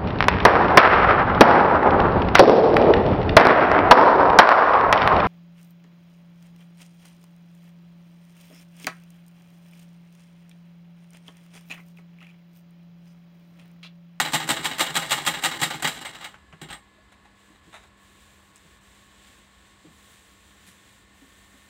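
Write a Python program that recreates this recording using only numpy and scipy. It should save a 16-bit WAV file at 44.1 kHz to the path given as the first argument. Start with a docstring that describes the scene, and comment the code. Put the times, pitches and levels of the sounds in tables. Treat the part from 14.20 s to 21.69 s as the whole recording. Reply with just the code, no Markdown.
"""Treadle sewing machine and satin

A cast-iron treadle machine on a wooden table sews six stitches a second, slows and stops. Each blow
of its mechanism excites the damped modes of iron, steel and wood. A lever is flicked, a hand knocks
the table, and satin pulled across the bed hisses by stick-slip friction.
A distant fan hums faintly in the small room."""
import sys
import numpy as np
from scipy import signal
from scipy.fft import rfft, irfft
from scipy.io import wavfile
from scipy.ndimage import map_coordinates

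SR = 44100
rng = np.random.default_rng(int(sys.argv[2]) if len(sys.argv) > 2 else 0)


def store_pcm(level_fs):
    """Save levels as 16-bit WAV."""
    pcm = np.round(np.clip(level_fs, -1, 1) * 32767).astype(np.int16)
    wavfile.write(sys.argv[1], SR, np.atleast_2d(pcm).T)


N = 330309
TIME = np.arange(N) / SR


def amp(db):
    """Amplitude ratio of a level in decibels."""
    return 10 ** (np.asarray(db) / 20)


def unit(x):
    """Normalisation to an rms of 1."""
    return x / np.sqrt(np.mean(np.abs(x) ** 2) + 1e-20)


def wobble(knots_per_s):
    """Smooth random modulation: a spline through Gaussian values."""
    knots = rng.standard_normal(int(N * knots_per_s / SR) + 4)
    return map_coordinates(knots, [TIME * knots_per_s])


def add(track, start_s, sound):
    """Superposition: the part of a sound that falls inside the track is summed into it."""
    start = round(start_s * SR)
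    part = sound[max(-start, 0):N - start]
    track[max(start, 0):][:len(part)] += part


def colour(points, hz):
    """Spectral envelope: gain interpolated in decibels over log frequency."""
    point_hz, db = np.transpose(points)
    return amp(np.interp(np.log(hz + 1), np.log(point_hz), db))


def resonances(modes, hz):
    """Incoherent summation: the gain of a cluster of modes whose powers add."""
    return np.sqrt(sum(amp(db) ** 2 / (1 + ((hz - f) / width) ** 2) ** 2 for f, width, db in modes))


def shaped(x, gain, rows):
    """Causal filtering: a minimum-phase response of unit power, proportional to gain(rows, hz)."""
    magnitude = unit(gain(rows, np.fft.rfftfreq(2 ** 14, 1 / SR)))
    cepstrum = irfft(np.log(np.maximum(magnitude, 1e-6)))
    half = len(cepstrum) // 2
    one_sided = np.r_[cepstrum[0], 2 * cepstrum[1:half], np.zeros(half)]
    impulse_response = irfft(np.exp(rfft(one_sided)))
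    return signal.fftconvolve(x, impulse_response)[:N]


def strokes(rows, spectrum):
    """Transient contact: grainy noise swells along a Gaussian and decays exponentially."""
    envelope = np.zeros(N)
    for peak_s, db, rise_s, t60_s in rows:
        swell = np.exp(-(np.minimum(TIME - peak_s, 0) / rise_s) ** 2 / 2)
        envelope += swell * amp(db - 60 * np.maximum(TIME - peak_s, 0) / t60_s)
    grains = unit(amp(2.5 * wobble(500)) * rng.standard_normal(N))
    return shaped(envelope * grains, colour, spectrum)


# spectrum of the room's air noise: frequency_hz, gain_db
AIR_SPECTRUM = [(25, -29), (56, 5), (130, -9), (250, -9.5), (500, -13.5), (900, -14.5), (2000, -16.5),
                (3900, -19), (4400, -23.5), (5700, -33), (6700, -29.5), (7700, -23), (9800, -36.5),
                (15500, -42)]
# resonances in the fan's whirr: centre_hz, width_hz, gain_db
WHIRR_MODES = [(57.5, 20, -3), (82.5, 27, -2), (168, 22, -14), (311, 39, -7), (1100, 58, -6),
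               (1790, 160, -11.5)]
# motor tones that drift in strength: pitch_hz, start_level_db, end_level_db
MOTOR_TONES = [(199, -62, -64), (650, -82, -94), (966, -74, -79), (1035, -67.5, -74.5), (1103, -68, -67.5),
               (1138, -84, -78), (1456, -82, -72.5), (1711, -58, -79), (1770, -80, -70), (1817, -89, -65),
               (2040, -58, -90), (2080, -96, -69)]

def distant_fan():
    """Broadband and tonal noise: soft moving air, a low whirr and the wavering tones of a motor."""
    air = amp(-59) * shaped(rng.standard_normal(N), colour, AIR_SPECTRUM)
    whirr = amp(-66) * shaped(rng.standard_normal(N), resonances, WHIRR_MODES)
    hum = np.zeros(N)
    for hz, start_db, end_db in MOTOR_TONES:
        envelope = amp(np.linspace(start_db, end_db, N) + 0.8 * wobble(5))
        hum += envelope * np.sin(2 * np.pi * hz * TIME + 0.6 * wobble(8))
    return air + whirr + hum


# pulls of satin over the bed: start_s, length_s, hiss_db, sheen_db
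SATIN_PULLS = [(3.152, 0.25, -70.5, -78), (3.427, 0.26, -67.5, -76), (3.77, 0.56, -67, -71),
               (4.326, 0.27, -66, -72.5), (4.608, .28, -64, -70), (4.84, 0.45, -64.5, -73),
               (5.04, 0.17, -62, -69), (5.097, 1, -67.5, -77), (5.696, 0.46, -63.5, -66.5),
               (6.108, 0.74, -64.5, -69.5), (6.703, 0.7, -69.5, -80), (6.936, .62, -65, -68.5)]
# spectra of the sliding hiss and of its bright sheen: frequency_hz, gain_db
HISS_SPECTRUM = [(200, -0.5), (500, -3.5), (1000, -9.5), (1800, 2), (2600, 0), (3700, 1.5), (4600, -6),
                 (5700, -9.5), (6600, -6.5), (7600, -0.5), (8500, -5), (9700, -17), (11000, -24),
                 (15500, -19)]
SHEEN_SPECTRUM = [(2000, -2), (4000, -28), (6000, -1.5), (9000, 0.5), (11500, -5.5), (15500, -4.5)]

def sliding_satin():
    """Stick-slip friction: threads catch and slip, hissing louder as the cloth moves faster."""
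    slips = amp(0.82 * wobble(300) + 0.8 * wobble(14))
    start_s, length_s, hiss_db, sheen_db = np.transpose(SATIN_PULLS)[:, :, None]
    progress = np.clip((TIME - start_s) / length_s, 0, 1)
    speed = (4 * progress * (1 - progress)) ** 0.26  # a flattened arch: each pull speeds up, then slows

    def rub(db, spectrum):
        friction = unit(shaped(slips * rng.standard_normal(N), colour, spectrum))
        return np.max(speed * amp(db), axis=0) * friction

    return amp(5.5) * rub(hiss_db, HISS_SPECTRUM) + amp(4) * rub(sheen_db, SHEEN_SPECTRUM)


# flicks of the satin's folds: peak_s, level_db, rise_s, t60_s
FOLD_FLICKS = [(2.927, -66, .005, 0.098), (4.362, -61, .004, .08), (6.48, -53, 0.013, 0.34)]
# spectrum of a flick: frequency_hz, gain_db
FLICK_SPECTRUM = [(400, -25), (2000, 3), (5500, -5), (8000, -1), (10500, -3), (15000, -14)]

def satin_folds():
    """Sudden tension: a fold snapping straight radiates a short, bright burst."""
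    return strokes(FOLD_FLICKS, FLICK_SPECTRUM)


# slips of the thread: start_s, level_db
THREAD_SLIPS = [(4.3593, -41), (4.367, -41), (4.3797, -47)]

def thread_ticks():
    """Impulsive release: a taut thread slips with tiny dry ticks."""
    track, t = np.zeros(N), np.arange(SR // 100) / SR
    for start_s, db in THREAD_SLIPS:
        add(track, start_s, amp(db - 60 * t / 0.0044) * rng.standard_normal(len(t)))
    return shaped(track, colour, [(1500, -12), (4000, -6), (8000, 12), (11000, -18), (15000, -14)])


# things pushed over the table: peak_s, level_db, rise_s, t60_s
TABLE_SCUFFS = [(2.926, -52.5, 0.0046, 0.12), (3.055, -54, 0.0044, 0.088), (3.36, -60, 0.007, .08),
                (3.531, -46, 0.003, 0.11), (3.547, -44, 0.0045, 0.22), (3.642, -55, 0.011, .1)]
# spectrum of a scuff on wood: frequency_hz, gain_db
SCUFF_SPECTRUM = [(120, -33), (300, -11), (500, -8), (750, 1), (1000, -3.5), (1350, -3), (2600, -6),
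                  (3200, -14), (3800, -3), (4500, -27), (7600, -17), (15000, -40)]

def table_scuffs():
    """Sliding friction: short pushes over wood make grainy noise."""
    return strokes(TABLE_SCUFFS, SCUFF_SPECTRUM)


# soft knocks from the slowing machine, then from hand and arm: start_s, level_db, pitch_hz
TABLE_BUMPS = [(1.419, -23.5, 161), (1.645, -26, 161.5), (2.329, -42.5, 162), (2.419, -32.5, 155),
               (2.504, -45, 158), (2.78, -53, 632), (3.049, -52, 832), (3.299, -49.5, 312),
               (3.464, -47, 172), (3.475, -49, 320), (4.448, -48, 160), (5.644, -41, 307),
               (5.665, -43.5, 163), (6.478, -47.5, 188), (7.019, -43, 274), (7.339, -50.5, 270)]

def table_bumps():
    """Damped free vibration: a soft knock excites one note of the table and a dull thud."""
    track, t = np.zeros(N), np.arange(SR // 3) / SR
    attack_s, note_t60_s, thud_t60_s = 0.0044, 0.15, 0.3
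    thud_band = signal.butter(2, [140, 400], "band", fs=SR, output="sos")
    for start_s, db, hz in TABLE_BUMPS:
        note = np.sin(2 * np.pi * hz * t) * -np.expm1(-t / attack_s) * amp(-60 * t / note_t60_s)
        thud = unit(signal.sosfilt(thud_band, rng.standard_normal(len(t))))
        add(track, start_s, amp(db) * (note + thud * amp(-14 - 60 * t / thud_t60_s)))
    return track


# knocks of treadle and lever: peak_s, level_db, rise_s, t60_s
SETTLING_KNOCKS = [(2.142, -45, .0015, 0.13), (2.327, -42, 0.00084, 0.095), (2.502, -39, .001, .14)]
# spectrum of a treadle knock: frequency_hz, gain_db
KNOCK_SPECTRUM = [(150, 4), (450, -13), (750, -3), (1100, -1), (1500, 0), (2100, -4), (3000, -4),
                  (4000, -25), (7000, -24), (15000, -45)]

def treadle_knocks():
    """Heavily damped impact: dull knocks as the treadle settles and the lever drops."""
    return strokes(SETTLING_KNOCKS, KNOCK_SPECTRUM)


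# clacks that excite the lever: start_s, level_db
LEVER_STRIKES = [(1.86, -41), (2.011, -56), (2.049, -50), (2.418, -46), (2.503, -44), (2.525, -41.5)]
# modes of the lever: centre_hz, width_hz, gain_db
LEVER_MODES = [(815, 28, 0), (1840, 16, 1), (2150, 9.9, 5), (3386, 12, -14), (7564, 23, -2),
               (8260, 160, -3.5), (9100, 40, -15), (10860, 58, -14)]

def lever_ring():
    """Resonance: as the machine comes to rest, single clacks leave a small steel lever ringing."""
    drive, t = np.zeros(N), np.arange(SR // 2) / SR
    for start_s, db in LEVER_STRIKES:
        add(drive, start_s, amp(db - 60 * t / 0.18) * rng.standard_normal(len(t)))
    return shaped(drive, resonances, LEVER_MODES)


def ringing(t, attack_s, t60_s, tail_db, tail_t60_s):
    """Double-slope decay: a dense ring dies quickly into the longer tail of table and room."""
    envelope = np.hypot(amp(-60 * t / t60_s), amp(tail_db - 60 * t / tail_t60_s))
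    return -np.expm1(-t / attack_s) * envelope * rng.standard_normal(len(t))


# turns of the shaft, timed from the needle's strike: start_s, length_s, strength_db, shake_db
SHAFT_TURNS = [(-.015, 0.14, -1, 2), (.133, 0.15, -1.5, 3.5), (.288, 0.17, -1.6, 7), (.444, .15, -6, -1),
               (.594, .152, -.5, 0), (.753, 0.15, -1.74, 0), (.907, .155, -1, 0), (1.063, 0.17, -1.5, 2),
               (1.236, 0.17, -1.5, -1), (1.414, 0.2, -2, 0.5)]
# blows of one turn: place_turns, level_db, steel_db, thud_db
# in order: take-up lever, needle bar, its two rebounds, bar settling, thread drawn tight,
# shuttle reversing, feed dog, its drop, feed returning
TURN_BLOWS = [(-.075, -21.5, -5.5, -22), (-.001, -8.5, -8, -21), (.06, -6.2, -9, -27.5),
              (.098, -11, -6, -19.5), (.19, -27.5, -12, -8), (.29, -25, -9, -14.5), (.442, -12.5, -16, -24),
              (.585, -19.5, -18.5, -17.5), (.635, -28, -13, -8), (.71, -30, -5, -7)]

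def stitching():
    """Cyclic excitation: every turn of the shaft repeats the same blows, spread wider as it slows."""
    scatter_s, scatter_db = 0.0004, 0.8
    blows = []
    for start_s, length_s, strength_db, shake_db in SHAFT_TURNS:
        for place, db, steel_db, thud_db in TURN_BLOWS:
            late_s, harder_db = rng.standard_normal(2) * [scatter_s, scatter_db]
            blow_s = start_s + place * length_s + late_s
            blows.append((blow_s, db + strength_db + harder_db, steel_db, thud_db + shake_db))
    return blows


# clacks of the stopping machine, then of the flicked lever: start_s, level_db, steel_db, thud_db
SINGLE_CLACKS = [(1.623, -15, -7, -19), (1.643, -6.5, -13.5, -18.5), (1.673, -11, -7, -24),
                 (1.725, -31.5, -4, -30), (1.754, -32, -8, -11), (1.811, -27, -7.5, -14),
                 (1.848, -18, -15.5, -33), (1.864, -31, -14, -31), (1.944, -24.5, -19.5, -35),
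                 (2.007, -26.5, -16.5, -34), (2.019, -27.5, -20, -33), (2.042, -19, -14, -40),
                 (2.414, -28.5, -9, -12), (2.428, -30, -21.5, -4.5), (2.485, -29, -18, -16),
                 (2.501, -22.5, -20, -21), (2.525, -24.5, -12.5, -20)]
# rattle of the loose linkage while the shaft turns: time_s, level_db
LINKAGE_RATTLE = [(0, -43), (1.4, -42), (1.8, -44), (2.06, -51.5), (2.15, -65), (2.3, -88), (2.6, -100)]
# spectrum of a blow's contact noise: frequency_hz, gain_db
CONTACT_SPECTRUM = [(40, -36), (150, -0.5), (480, 2), (900, 0.5), (3800, 4), (6000, -5), (8000, -0.5),
                    (10000, -29), (15500, -9)]
# modes of the iron arm and bed, small steel parts and wooden table: centre_hz, width_hz, gain_db; the steel
# rows near 7.5-7.8 kHz hold a bright lift that runs through every sound of the scene
IRON_MODES = [(515, 27, -7.5), (546, 55, -9.5), (654.4, 6.6, -0.5), (802, 82, 0.5), (867, 56, -3.5),
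              (1038, 40, -3.5), (1107, 23, -7), (1180, 16, -7), (1206, 29, 0.0), (1271, 20, 1),
              (1412, 23, -1.5), (1520, 41, -3.5), (1663, 82, -3), (1785, 47, -4.5), (1848, 22, 1),
              (1948, 44, 1.5), (2020, 46, -8.5), (2090, 16, 2), (2168, 34, -0.5), (2280, 127, -3.5),
              (2540, 210, -8.5), (2775, 100, -7), (2850, 29, -7), (2880, 36, 1.5), (3006, 41, -0.5),
              (3190, 155, -2.5), (3367, 153, -1), (3657, 86, -1.5), (3772, 59, 0.5), (3874, 98, -3.5),
              (3956, 77, -5)]
STEEL_MODES = [(4290, 1220, -6), (5170, 44, -8), (5490, 240, -13), (6000, 140, -6.5), (6530, 110, -6),
               (7030, 180, -6.5), (7455, 250, 2), (7800, 480, -8), (8340, 860, -5), (8290, 190, -1.0),
               (9350, 72, -12), (10050, 610, -12.5), (10950, 530, -13.5), (12850, 1260, -13),
               (13800, 890, -12)]
TABLE_MODES = [(140, 15.5, -6), (162.8, 11.7, -1), (254.7, 30.5, -6.5), (320.8, 14.4, -3.5), (383, 45, -12),
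               (428, 9.7, -12)]

def sewing_machine():
    """Modal excitation by impact: blows and a rattling linkage drive iron, steel and table."""
    iron, steel, table = np.zeros((3, N))
    t = np.arange(SR // 3) / SR
    for start_s, db, steel_db, thud_db in stitching() + SINGLE_CLACKS:
        rise_s = 0.0006 * amp(-steel_db)  # a duller blow is a softer contact and builds more slowly
        clack = ringing(t, attack_s=rise_s, t60_s=0.079, tail_db=-6, tail_t60_s=0.19)
        click = ringing(t, attack_s=0.58 * rise_s, t60_s=0.077, tail_db=-8.5, tail_t60_s=0.22)
        thud = ringing(t, attack_s=0.00075, t60_s=0.082, tail_db=-10, tail_t60_s=0.16)
        add(iron, start_s, amp(db - 9) * clack)
        add(steel, start_s, amp(db + steel_db - 6.5) * click)
        add(table, start_s, amp(db + thud_db - 2.5) * thud)
    rattle_db = np.interp(TIME, *np.transpose(LINKAGE_RATTLE))
    rattle = amp(rattle_db) * unit(amp(3 * wobble(150)) * rng.standard_normal(N))
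    # metal faces rebound within each blow, the small steel parts fastest
    chatter = unit(amp(1.3 * wobble(600)))
    buzz = unit(amp(1.6 * wobble(3000)))
    iron = (iron + rattle) * chatter
    steel = (steel + amp(-10) * rattle) * chatter * buzz
    table = table + amp(-7) * rattle
    contact = amp(-7.5) * shaped(iron, colour, CONTACT_SPECTRUM)
    parts = [(iron, IRON_MODES), (steel, STEEL_MODES), (table, TABLE_MODES)]
    return contact + sum(shaped(drive, resonances, modes) for drive, modes in parts)


def scene():
    """Linear superposition: handling, machine and fan sum in one channel."""
    handling = table_bumps() + table_scuffs() + sliding_satin() + satin_folds() + thread_ticks()
    machine = sewing_machine() + lever_ring() + treadle_knocks()
    return (distant_fan() + handling + machine)[None]


def record(dry):
    """Band limiting: the microphone channel sheds deep bass and the highest treble."""
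    thin = signal.sosfilt(signal.butter(3, 45, "high", fs=SR, output="sos"), dry)
    low_pass = signal.firwin(501, cutoff=15800, fs=SR)
    return signal.fftconvolve(thin, low_pass[None], "same")


dry = scene()
out = record(dry)
store_pcm(out)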